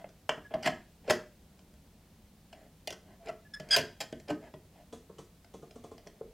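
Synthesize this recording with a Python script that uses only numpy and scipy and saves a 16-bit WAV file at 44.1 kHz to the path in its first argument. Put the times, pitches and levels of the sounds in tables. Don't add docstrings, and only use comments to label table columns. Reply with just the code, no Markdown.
import sys
import numpy as np
from scipy import signal
from scipy.fft import rfft, irfft, next_fast_len
from scipy.io import wavfile

SR = 44100
rng = np.random.default_rng(int(sys.argv[2]) if len(sys.argv) > 2 else 0)


def unload_audio(sound):
    columns = np.transpose(np.atleast_2d(sound))
    steps = np.round(np.clip(columns, -1, 1) * 32767)
    wavfile.write(sys.argv[1], SR, steps.astype(np.int16))


N = 279153
T = np.arange(SR // 5) / SR

# f/Hz, width/Hz, level/dB
CASE_MODES = [(435, 20, -12.5), (635, 49, 1.5), (923, 18, -18.5), (944, 19.3, -14.5), (1574, 100, -11),
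              (1945, 34, -15.5), (2044, 370, -7.5), (2436, 150, -6.5), (2700, 34, -14), (3010, 150, -18.5),
              (4366, 56, -15), (5100, 86, -10), (5740, 53, -22.5), (5740, 22, -15.5), (6100, 44.4, -24.5),
              (7250, 128, -22.5), (7600, 110, -19), (7505, 50, -15.5), (7600, 36.3, -29), (9000, 52, -39),
              (9180, 46, -27), (10600, 72, -34.5)]
# f/Hz, level/dB
SMALL_PARTS = [(35, -46), (60, -27), (159, -13), (335, -13), (359, -12.5), (486, -28), (642, 0),
               (1070, -35), (1590, -13), (3190, -5.5), (3760, -17), (4960, -18), (15500, -42)]
# f/Hz, width/Hz, depth/dB
CASE_DIPS = [(497, 29, -6.5), (1167, 354, -6), (3700, 590, -6.5)]
# t/s, length/s, level/dB
SLIDES = [(-.04, 0.073, -51), (0.556, 0.16, -52.5), (1.028, 0.16, -48.5), (2.51, 0.18, -59),
          (3.027, 0.15, -60.5), (3.594, 0.2, -56), (4.402, 0.095, -52), (4.723, .12, -59), (5.531, 1, -68)]
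# t/s, level/dB, brightness/(dB per octave), cut in thump and tick/dB, chatter/s
CARD_KNOCKS = [(0.042, -48, -7.5, 23, 0.0073), (0.292, -27, 0.5, 14.5, 0.0022), (0.378, -55, -6, 8, 0.0079),
               (0.505, -49.5, -6.5, 16, 0.042), (0.539, -39, -4, 7.5, 0.0063), (0.627, -43, 2, 7, .014),
               (0.656, -31, .2, 6, 0.025), (0.6725, -27, -1.2, 8, 0.0067), (1.076, -46, -3.5, 5, 0.011),
               (1.0975, -26, -0.55, 6.5, 0.012), (1.106, -25.5, -0.4, 3, 0.0077),
               (2.527, -51, -0.7, 6.5, .009), (2.8734, -37.5, 1.9, 5.5, 0.0038),
               (2.905, -43.5, 1.5, 3, 0.0032), (2.925, -48.5, 1.5, 3.5, 0.011), (3.259, -56, -1.5, 0, .006),
               (3.27, -45.5, -2, 15.5, 0.021), (3.285, -49.5, 0.5, 5.5, 0.0085),
               (3.598, -46, -2, 0.5, 0.0083), (3.762, -25, 2.44, 6.5, 0.013),
               (3.783, -31.5, -1.15, 3, 0.008), (4.004, -36.5, 2.45, 4.5, 0.017),
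               (4.126, -45.5, -3.5, 2.5, .003), (4.3, -39.5, -3, 1.5, .015),
               (4.539, -52.5, -4.2, 3.5, 0.0052)]
BAND_EDGES = [100, 480, 1200, 4000, 15000]
BAND_BOOSTS = [0.3, 2.5, -0.5, 0.67]
# t/s, level/dB
LIGHT_TOUCHES = [(0.09, -63.5), (1.591, -65.5), (1.739, -68), (3.688, -53.5), (4.199, -59), (4.283, -52),
                 (5.445, -62.5), (5.709, -58.5), (5.98, -59), (6.071, -54)]
# t/s, length/s, level/dB, start f/Hz, end f/Hz, overtone level/dB
EDGE_SQUEAKS = [(.444, 0.034, -54, 1740, 1690, -36), (3.447, 0.035, -62.5, 1760, 1730, -25),
                (3.535, 0.021, -44.5, 1745, 1699, -3), (3.547, 0.035, -49, 1683, 1770, -15),
                (3.7065, 0.02, -38.5, 1639, 1684, 11.5), (3.722, 0.033, -30, 1639, 1610, 5),
                (3.748, 0.011, -24.5, 1614, 1615, -4.5)]
# multiple of the pitch, level/dB
SQUEAK_OVERTONES = [(2, -3.5), (3, 2.5), (4, -16), (5, -16), (6, -21.5), (7, -38.5), (8, -35.5)]
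# t/s, length/s, level/dB, start f/Hz, end f/Hz, overtone level/dB
FRAME_GROANS = [(.538, 0.024, -29, 661, 662, -36), (.556, 0.014, -39, 670, 700, -27),
                (1.082, 0.015, -31.5, 529, 542, -18), (3.19, 0.18, -58, 700, 640, -39),
                (3.290, 0.016, -36, 670, 670, -6), (4.293, 0.029, -33.5, 621, 613, -37),
                (4.301, 0.038, -36, 308, 312, -12), (6.211, 0.0067, -36.5, 457.4, 501, -35),
                (6.219, 0.02, -53, 480, 456, -29.5)]
# multiple of the pitch, level/dB
GROAN_OVERTONES = [(2, -7.5), (3, -9.5), (4, -11.5)]
# catch t/s, swell time/s, body level/dB, grit level/dB
CARD_SCRAPES = [(.668, 0.016, -31, -28.5), (1.1, 0.012, -45, -41), (3.292, 0.035, -42, -63),
                (3.755, 0.027, -38, -30), (4.312, 0.018, -31.5, -44.5)]
# t/s, body level/dB, tick level/dB
PLASTIC_TAPS = [(4.928, -40.5, -56), (5.097, -46, -82), (5.186, -44, -58), (5.541, -43, -61.5),
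                (5.626, -45, -70), (5.759, -44, -65.5), (5.841, -43.5, -62.5), (5.916, -44, -67),
                (6.065, -49.5, -69)]
# f/Hz, width/Hz, level/dB
PLASTIC_MODES = [(454, 53, -1), (1056, 27, -35), (1198, 38, -5.5), (3040, 33, -18), (3400, 9.1, -4),
                 (3830, 15, -25), (5800, 53, -25), (7000, 34, -15), (7200, 98, -36), (7850, 25.4, -19),
                 (8200, 35, -25), (9000, 34, -38)]
# f/Hz, level/dB, ring time/s (capped in panel_ring)
PANEL_MODES = [(167, 10, 0.11), (329.7, 1.5, 0.54), (430, -12, 0.66), (630, -16, 0.9), (1610, -11.5, 0.22),
               (1900, -26.5, 0.19), (2030, -9.5, 0.33), (2495, -2.5, 0.24), (2930, -7, 0.238),
               (2950, -4, 0.21), (4270, 1, .22), (4700, 1, 0.18), (5130, -1, 0.23), (6040, 2, 0.13),
               (6980, -1.5, 0.18), (7820, -3, .17)]
# f/Hz, level/dB, ring time/s
ROOM_ECHO = [(99.7, 3, 0.32), (303.3, 1, 0.3), (700, -7, 0.34), (1390, 0, 0.29), (2950, -16, 0.49),
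             (6110, -10.5, 0.32), (12000, -17, .28)]
# f/Hz, level/dB
ROOM_TONE = [(12, -32), (20, -11), (53, -5), (95, -5), (130, -15.5), (153, -4.5), (215, -7), (240, -11.5),
             (345, -18), (419, -19), (754, -23.5), (1280, -31.5), (2000, -32), (4020, -33.5),
             (15800, -45.5)]

TOP_HZ = 15900


def from_db(db):
    return 10 ** (np.asarray(db) / 20)


def unit(x):
    return x / np.sqrt(np.sum(x ** 2) + 1e-20)


def burst(x, db):
    return unit(x) * np.sqrt(SR / 100) * from_db(db)


def band(x, low, high):
    sos = signal.butter(3, [low, min(high, .45 * SR)], "band", fs=SR, output="sos")
    return signal.sosfilt(sos, x + 1e-18)


def add(track, s, x):
    at = round(s * SR)
    x, at = x[max(-at, 0):], max(at, 0)
    track[at:at + len(x)] += x[:N - at]


def coloured(spectrum, size):
    hz, db = np.transpose(spectrum)
    full = next_fast_len(size)
    bins_hz = np.arange(full // 2 + 1) * SR / full
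    gain = from_db(np.interp(np.log(bins_hz + 1), np.log(hz), db))
    noise = irfft(rfft(rng.standard_normal(full)) * gain, full)
    return unit(noise[:size]) * np.sqrt(size)


def through(force, response):
    return signal.fftconvolve(force, response)[:len(force)]


def struck(modes, vary_db):
    hz, width, db = np.transpose(modes)[:, :, None]
    rings = width * from_db(db) * np.exp(-np.pi * width * T) * np.sin(2 * np.pi * hz * T)
    strengths = from_db(vary_db * rng.standard_normal(len(rings))) * rng.choice([-1, 1], len(rings))
    return unit(strengths @ rings)


def case_response(rattle_t60=0.021, air_t60=0.2, air_db=-5.5):
    rattle, air = (unit(from_db(-60 * T / t60)) for t60 in (rattle_t60, air_t60))
    wash = coloured(SMALL_PARTS, len(T)) * np.hypot(rattle, from_db(air_db) * air)
    return struck(CASE_MODES, vary_db=3) + wash


def panel_cancelling(x):
    for hz, width, db in CASE_DIPS:
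        near_dip = signal.lfilter(*signal.iirpeak(hz, hz / width, fs=SR), x + 1e-18)
        x = x - (1 - from_db(db)) * near_dip
    return x


def friction(envelope, body_db, grit_db):
    catches = rng.standard_normal(len(envelope)) ** 3 * envelope
    sound = through(np.pad(catches, (0, len(T))), case_response())
    body, grit = unit(band(sound, 210, 1100)), unit(band(sound, 1400, 14000))
    return np.sqrt(np.sum(envelope ** 2)) * (from_db(body_db) * body + from_db(grit_db) * grit)


def slides():
    out = np.zeros(N)
    for s, length, db in SLIDES:
        envelope = np.sqrt(np.abs(np.hanning(int(length * SR))))
        add(out, s, friction(envelope, db, grit_db=db - 13))
    return out


def chatter(decay_s, hits_per_s=4000):
    glancing = decay_s / (decay_s + 0.0083)
    rise = 1 - np.exp(-(T + 1 / SR) / (0.35 * glancing * decay_s))
    hits = (rng.random(len(T)) < hits_per_s / SR) * rng.standard_normal(len(T))
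    first_hit = 0.86 * (1 - glancing) ** 2 * (T == 0)
    return unit(hits * rise * np.exp(-T / decay_s)) + first_hit


def knock(db, tilt_db, middle_db, chatter_s, settle_s=0.0088):
    octaves = (np.log2(BAND_EDGES[:-1]) + np.log2(BAND_EDGES[1:])) / 2
    levels = db + np.array(BAND_BOOSTS) + tilt_db * (octaves - octaves.mean())
    levels -= middle_db * np.array([1, 0, 0, 1])
    thump_db, tick_db = levels[0], levels[-1]
    hit = through(chatter(chatter_s / 2), case_response())
    body = sum(burst(band(hit, low, high), level)
               for low, high, level in zip(BAND_EDGES, BAND_EDGES[1:], levels))
    crack_db = tick_db - 11 + .8 * min(tick_db + 22, 0)
    crack = burst(band(hit, 9000, TOP_HZ), crack_db)
    settle = burst(band(case_response(), *BAND_EDGES[:2]), thump_db - 4.5)
    return body + crack + np.pad(settle, (round(settle_s * SR), 0))[:len(T)]


def card_knocks():
    out = np.zeros(N)
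    for s, *blow in CARD_KNOCKS:
        add(out, s, knock(*blow))
    return out


def light_touches():
    out = np.zeros(N)
    for s, db in LIGHT_TOUCHES:
        add(out, s, knock(db, tilt_db=0.15, middle_db=2.5, chatter_s=0.0029))
    return out


def stick_slip(slips, overtones, jitter, rough_db, fade_share, rasp_db):
    def noise(low, high):
        return unit(band(rng.standard_normal(len(T)), low, high))[-size:] * np.sqrt(len(T))

    out = np.zeros(N)
    for s, length, db, start_hz, end_hz, overtone_db in slips:
        size = int(length * SR)
        pitch_hz = np.linspace(start_hz, end_hz, size) * (1 + jitter * noise(60, 530))
        phase = 2 * np.pi * np.cumsum(pitch_hz) / SR
        partials = [(0.98, 0)] + [(k, overtone_db + level) for k, level in overtones]
        tone = np.zeros(size)
        for multiple, level in partials:
            strength = from_db(level + rough_db * noise(24, 470))
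            tone += strength * np.sin(multiple * phase + rng.uniform(0, 2 * np.pi))
        puffs = noise(1200, 9000) * (1 + np.cos(phase))
        tone += from_db(overtone_db + rasp_db) * puffs
        add(out, s, np.sqrt(2) * from_db(db) * tone * signal.windows.tukey(size, fade_share))
    return out


def edge_squeaks():
    return stick_slip(EDGE_SQUEAKS, SQUEAK_OVERTONES,
                      jitter=0.014, rough_db=1.35, fade_share=0.49, rasp_db=-20)


def frame_groans():
    return stick_slip(FRAME_GROANS, GROAN_OVERTONES,
                      jitter=0.03, rough_db=1.5, fade_share=0.28, rasp_db=-26)


def card_scrapes():
    out = np.zeros(N)
    for catch_s, swell_s, body_db, grit_db in CARD_SCRAPES:
        envelope = np.exp(-T[T < 2 * swell_s] / swell_s)[::-1]
        add(out, catch_s - len(envelope) / SR, friction(envelope, body_db, grit_db))
    return out


def plastic_taps(rebound_s=0.00445, scuff_t60=0.3):
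    out = np.zeros(N)
    damping = np.exp(-T / 0.017)
    for s, body_db, tick_db in PLASTIC_TAPS:
        seat_s = rebound_s * rng.uniform(0.62, 1.32)
        seating = unit(np.exp(-((T - seat_s) / 0.00032) ** 2))
        force = 0.48 * (T == 0) + 0.4 * seating
        scuff = unit(rng.standard_normal(len(T)) * from_db(-60 * T / scuff_t60))
        thud = unit(struck(PLASTIC_MODES, vary_db=1) * damping) + unit(band(scuff * damping, 177, 1380))
        body = band(through(force, thud), 74, 1400)
        tick = 0.95 * struck(PLASTIC_MODES[3:], vary_db=9)
        tick += 1.6 * unit(band(scuff, 1570, 9000)) + 0.33 * unit(band(scuff, 5100, 6800))
        add(out, s - .002, burst(body, body_db - .5) + burst(tick, tick_db + 4.5))
    return out


def panel_ring(x, longest_t60=0.35):
    out = np.zeros(N)
    for hz, db, t60 in PANEL_MODES:
        r = from_db(-60 / (min(t60, longest_t60) * SR))
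        angle = 2 * np.pi * hz / SR
        drive, feedback = [0, 2 * (1 - r) * np.sin(angle)], [1, -2 * r * np.cos(angle), r * r]
        out += from_db(db) * signal.lfilter(drive, feedback, x + 1e-18)
    return out


def room_echo(x, delay_s=0.0015):
    t, tail = np.arange(SR * 3 // 4) / SR, 0
    hz, db, t60 = np.transpose(ROOM_ECHO)
    for low in 62.5 * 2 ** np.arange(8):
        level, ring_s = (np.interp(np.log(low * np.sqrt(2)), np.log(hz), column) for column in (db, t60))
        echoes = band(rng.standard_normal(len(t)) * (t > delay_s), low, 2 * low)
        tail += from_db(level) * unit(echoes * from_db(-60 * t / ring_s)) * np.sqrt(2 * low / SR)
    return through(x, tail)


def scene():
    squeaks, groans = edge_squeaks(), frame_groans()
    contacts = card_knocks() + slides() + card_scrapes() + light_touches()
    handling = panel_cancelling(contacts) + plastic_taps() + groans
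    drive = handling + from_db(-2.5) * squeaks
    tails = from_db(-7) * panel_ring(drive) + from_db(-3) * room_echo(drive)
    background = from_db(-59.5) * coloured(ROOM_TONE, N)
    hiss = from_db(-70) * rng.standard_normal((2, N))
    return handling + squeaks + tails + background + hiss


def record(dry):
    return signal.sosfilt(signal.ellip(10, .1, 70, TOP_HZ, fs=SR, output="sos"), dry)


dry = scene()
out = record(dry)
unload_audio(out)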